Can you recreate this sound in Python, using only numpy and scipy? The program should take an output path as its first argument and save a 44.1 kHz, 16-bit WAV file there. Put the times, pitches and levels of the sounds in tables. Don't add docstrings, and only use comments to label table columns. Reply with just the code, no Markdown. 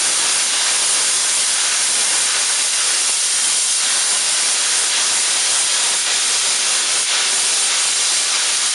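import sys
import numpy as np
from scipy import signal
from scipy.fft import rfft, irfft, next_fast_len
from scipy.io import wavfile
from scipy.ndimage import uniform_filter1d

SR = 44100
rng = np.random.default_rng(int(sys.argv[2]) if len(sys.argv) > 2 else 0)


def dump_mix(stems):
    frames = np.atleast_2d(stems).T
    limited = np.clip(frames, -1, 1)
    pcm = np.round(limited * 32767).astype(np.int16)
    wavfile.write(sys.argv[1], SR, pcm)


N = 385423

# centre in Hz, full width at half lift in Hz, lift in dB before the common depth factor.
RESONANCES = [(253, 32, 3.3), (339, 48, 3.9), (392, 27, 4.4), (516, 53, 3.6), (597, 44, 2.7),
              (742, 18, 2.6), (1060, 47, 2.5), (1270, 34, 2.8), (1469, 24, 3.4), (1577, 41, 2.8),
              (2406, 42, 3.8), (3343, 35, 2.9), (3466, 35, 3.1), (3972, 42, 4.5), (4904, 42, 4.1),
              (5114, 19, 3.8), (5749, 30, 3.4), (5792, 23, 3.9), (6013, 52, 3.2), (6196, 26, 3.7),
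              (7127, 62, 4.9), (7283, 33, 4.8), (7547, 50, 3.0), (8112, 49, 3.6), (8306, 44, 4.4),
              (8510, 40, 3.8), (9151, 45, 4.9), (9668, 29, 3.7), (9926, 42, 3.7), (10508, 48, 5.5)]

# time in seconds, level in dB before the common spit lift and the band filter.
LARGE_SPITS = [(2.859, -23), (3.109, -24), (3.424, -26), (3.544, -19.5), (3.654, -31), (5.079, -25),
               (6.299, -27), (8.109, -32)]

# frequency in Hz, relative density in dB per Hz.
JET_COLOUR = [(25, -43), (60, -34), (100, -28.5), (175, -22.5), (280, -17), (550, -11), (1000, -8),
              (1400, -5.5), (2700, -4.5), (3300, -2.5), (7000, -1.5), (8400, -2), (9200, 1.5),
              (10000, -1.53)]

# start in seconds, length in seconds, strength in dB, choke in dB (negative: a slight lift),
# strongest band in Hz. The reach tables below share the strength and the choke out over the spectrum.
SURGE_EVENTS = [(.49, 0.21, 2.5, 2.5, 3600), (1.558, .2, 3.5, 1, 1450), (2.265, 0.18, 2.5, 0.5, 1400),
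                (2.705, .17, 2, 1.6, 1400), (3.79, .13, 1.3, -0.5, 1450), (4.235, 0.091, 2, 1, 1500),
                (4.538, .15, 2.5, 1.5, 3500), (4.895, 0.16, 3, 1.5, 3600), (5.24, 0.27, 1.7, 1.5, 3500),
                (5.677, 0.15, 2.7, 2.5, 3600), (6.036, 0.19, 3, 4, 3700), (6.415, .04, 3, 1, 3500),
                (6.594, .11, 2.6, 1.8, 3000), (6.845, .07, 3.5, 3, 3500), (7.06, 0.22, 4.5, 6, 3600),
                (7.695, .07, 5.5, .4, 1500), (7.957, 0.086, 2, 1.9, 3800), (8.263, 0.32, 2.5, 3, 1350),
                (8.588, .06, 2.5, 1.2, 3500), (8.72, .1, 5, 2, 1500)]

# centre in seconds, half length in seconds (to 1/e), frequency in Hz, lift in dB (negative: a dip).
BRIEF_BANDS = [(.85, .16, 9930, 6), (3.1, .12, 2730, 7.5), (3.46, 0.26, 3170, 7.5), (7.2, 0.13, 4050, -1),
               (7.2, 0.15, 2850, 5), (7.43, .16, 9900, 4)]

# time in seconds, control in dB before its reach.
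ROAR_LEVEL = [(0.0, 2.5), (0.35, 2.2), (1.0, 1.4), (1.5, 0), (2.1, 1.9), (2.65, -0.8), (2.95, 1.3),
              (3.22, -3.5), (3.4, 0.1), (3.77, -5), (3.82, 0.5), (4.4, 1.5), (6.9, 2.05), (7.3, 1.7),
              (7.5, 1), (8.15, 0.5), (8.4, 2.2), (8.74, -1.5)]
# time in seconds, control in dB before its reach.
SPRAY_DRIFT = [(0.0, -0.7), (1.3, 0.5), (2.6, 0.2), (3.7, 0.0), (4.6, -0.9), (6.2, -0.8), (7.45, -0.8),
               (8.1, -2.5), (8.74, 0)]

# frequency in Hz, share of the control (a ratio; negative moves the opposite way).
ROAR_SHARE = [(90, 1.1), (210, 1.5), (800, 1), (1400, 0.87), (2200, 0.63), (3500, .22), (5000, 0.036)]
SURGE_SHARE = [(90, -3.5), (210, -0.6), (400, 0.17), (1050, .5), (1400, 0.87), (2000, 0.78), (3500, .5),
               (5000, .2), (6600, 0), (8200, -0.8), (10000, -1)]
CHOKE_SHARE = [(90, -0.84), (800, -1.56), (1400, -1.3), (2200, -0.52), (5000, -0.78), (10000, -0.37)]
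SPRAY_SHARE = [(90, 1.2), (400, -0.15), (2000, 0.49), (3500, -0.75), (6600, -0.31), (10000, 0.48)]

# frequency in Hz, response in dB.
MICROPHONE_TOP = [(10000, 0), (10500, -4), (11000, -10.5), (11500, -22), (12050, -52), (12400, -35),
                  (12850, -29.5), (13500, -41)]

JET_DB = -17
CLEAR_S, REWET_S = 0.043, 0.17
CHOKE_S = 0.041
SURGE_BAND_SHARE, SURGE_BAND_OCTAVES = 0.48, 0.35
BRIEF_BAND_WIDTH_HZ = 55
EDGE_HZ = 13600
FRAME, HOP = 1024, 256


def gain_of(db):
    return 10 ** (np.asarray(db) / 20)


def evened(x):
    return x / np.sqrt(np.mean(x ** 2) + 1e-20)


def read(points, hz):
    f, value = np.transpose(points)
    return np.interp(np.log(hz + 1), np.log(f + 1), value)


def over_time(points, t):
    return np.interp(t, *np.transpose(points))


def filtered(x, curve_db):
    size = next_fast_len(len(x) + 8192)
    gain = gain_of(curve_db(np.fft.rfftfreq(size, 1 / SR)))
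    return irfft(rfft(x, size) * gain, size)[:len(x)]


def patches(shape, frames_count, bins_count):
    blotches = uniform_filter1d(rng.standard_normal(shape), frames_count, 0)
    return evened(uniform_filter1d(blotches, bins_count, 1))


def echoes(x, t60):
    t = np.arange(SR // 2) / SR
    struck = rng.standard_normal(len(t)) * (rng.random(len(t)) < 0.1)
    taps = struck * (t > 0.001) * gain_of(-60 * t / t60)
    return signal.oaconvolve(x, taps / np.linalg.norm(taps))[:N]


def surroundings(x, room_db=-7, room_t60=0.39, near_db=-14, near_t60=0.1, sway_per_s=1.29, bass_cut_hz=700):
    t = np.arange(N) / SR
    thrown = filtered(x, lambda hz: -10 * np.log10(1 + (bass_cut_hz / (hz + 1)) ** 2))
    near = np.zeros(N)
    for place in np.arange(-1, t[-1] * sway_per_s + 1):
        presence = np.cos(np.pi / 2 * np.clip(t * sway_per_s - place, -1, 1))
        near += presence * echoes(thrown, near_t60)
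    return x + gain_of(room_db) * echoes(thrown, room_t60) + gain_of(near_db) * near


def resonances_db(hz, depth=0.83):
    return depth * sum(db * np.exp(-np.log(2) * (2 * (hz - f) / width) ** 2) for f, width, db in RESONANCES)


def surge_shapes(t):
    shapes = []
    for s, length, db, _, _ in SURGE_EVENTS:
        opening = np.clip((t - s) / CLEAR_S + 0.5, 0, 1)
        fading = np.clip((s + length - t) / REWET_S + 0.5, 0, 1)
        shapes.append(db * opening * fading)
    return shapes


def spatter(spit_db=18, drops_per_s=60, drop_db=-13.5, spread_db=4.0, drying=2.5, low_hz=200, top_hz=1200):
    surge = sum(surge_shapes(np.arange(N) / SR))
    size = gain_of(drop_db - drying * surge + spread_db * np.minimum(rng.exponential(1, N), 3))
    pops = size * rng.choice([-1, 1], N) * (rng.random(N) < drops_per_s / SR)
    for s, db in LARGE_SPITS:
        pops[round(s * SR)] += gain_of(db + spit_db)
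    return signal.lfilter(*signal.butter(1, [low_hz, top_hz], "bandpass", fs=SR), pops)


def brief_bands_db(t, hz):
    return sum(db * np.exp(-((t - s) / length) ** 2 - ((hz - f) / BRIEF_BAND_WIDTH_HZ) ** 2)
               for s, length, f, db in BRIEF_BANDS)


def choke_db(t):
    return sum(db * np.exp(-((t - s) / CHOKE_S) ** 2) for s, _, _, db, _ in SURGE_EVENTS)


def surge_bands_db(t, hz):
    lift = 0
    for shape, (*_, band_hz) in zip(surge_shapes(t), SURGE_EVENTS):
        octaves = np.log2((hz + 1) / band_hz)
        lift = lift + shape * np.exp(-(octaves / SURGE_BAND_OCTAVES) ** 2)
    return SURGE_BAND_SHARE * lift


def jet(eddy_db=0.5, flutter_db=1.1, flutter_top_hz=2500, dryness_db=0.48, flow_db=0.36):
    hz = np.fft.rfftfreq(FRAME, 1 / SR)
    t = np.arange(N // HOP + 5)[:, None] * HOP / SR
    surge = sum(surge_shapes(t)) + dryness_db * patches(t.shape, frames_count=10, bins_count=1)
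    choke = choke_db(t) + flow_db * patches(t.shape, frames_count=8, bins_count=1)
    field_db = read(JET_COLOUR, hz) + surge_bands_db(t, hz) + brief_bands_db(t, hz)
    controls = [(surge, SURGE_SHARE), (choke, CHOKE_SHARE),
                (over_time(ROAR_LEVEL, t), ROAR_SHARE), (over_time(SPRAY_DRIFT, t), SPRAY_SHARE)]
    for control, share in controls:
        field_db += (control - control.mean()) * read(share, hz)
    field_db += eddy_db * patches(field_db.shape, frames_count=14, bins_count=12)
    flutter = flutter_db * patches(t.shape, frames_count=3, bins_count=1)
    field_db += flutter / (1 + (hz / flutter_top_hz) ** 2)
    noise = rng.standard_normal(field_db.shape) + 1j * rng.standard_normal(field_db.shape)
    spectrum = (noise * gain_of(field_db)).T
    return evened(signal.istft(spectrum, nperseg=FRAME, noverlap=FRAME - HOP)[1][:N])


def scene():
    hiss = filtered(jet(), resonances_db)
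    steam = gain_of(JET_DB) * evened(surroundings(hiss))
    return np.tile(steam + spatter(), (2, 1))


def microphone_db(hz, notch_hz=7930, notch_width_hz=150, notch_db=-9):
    return read(MICROPHONE_TOP, hz) + notch_db / (1 + ((hz - notch_hz) / notch_width_hz) ** 2)


def record(dry, knee_db=-5, split_hz=4000, gain_db=4):
    sound = gain_of(gain_db) * filtered(dry.mean(0), microphone_db)

    def treble_db(hz):
        return -20 * np.log10(1 + (split_hz / (hz + 1)) ** 4)

    treble = filtered(sound, treble_db)
    envelope = abs(signal.hilbert(treble, next_fast_len(N))[:N])
    drive = envelope / gain_of(knee_db)
    squeeze = treble / (1 + drive ** 4) ** (1 / 4) - treble
    sound = sound + filtered(squeeze, lambda hz: treble_db(hz) + microphone_db(hz))
    band_limit = signal.firwin(511, EDGE_HZ, window=("kaiser", 9), fs=SR)
    return np.tile(signal.oaconvolve(sound, band_limit, "same"), (2, 1))


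dry = scene()
out = record(dry)
dump_mix(out)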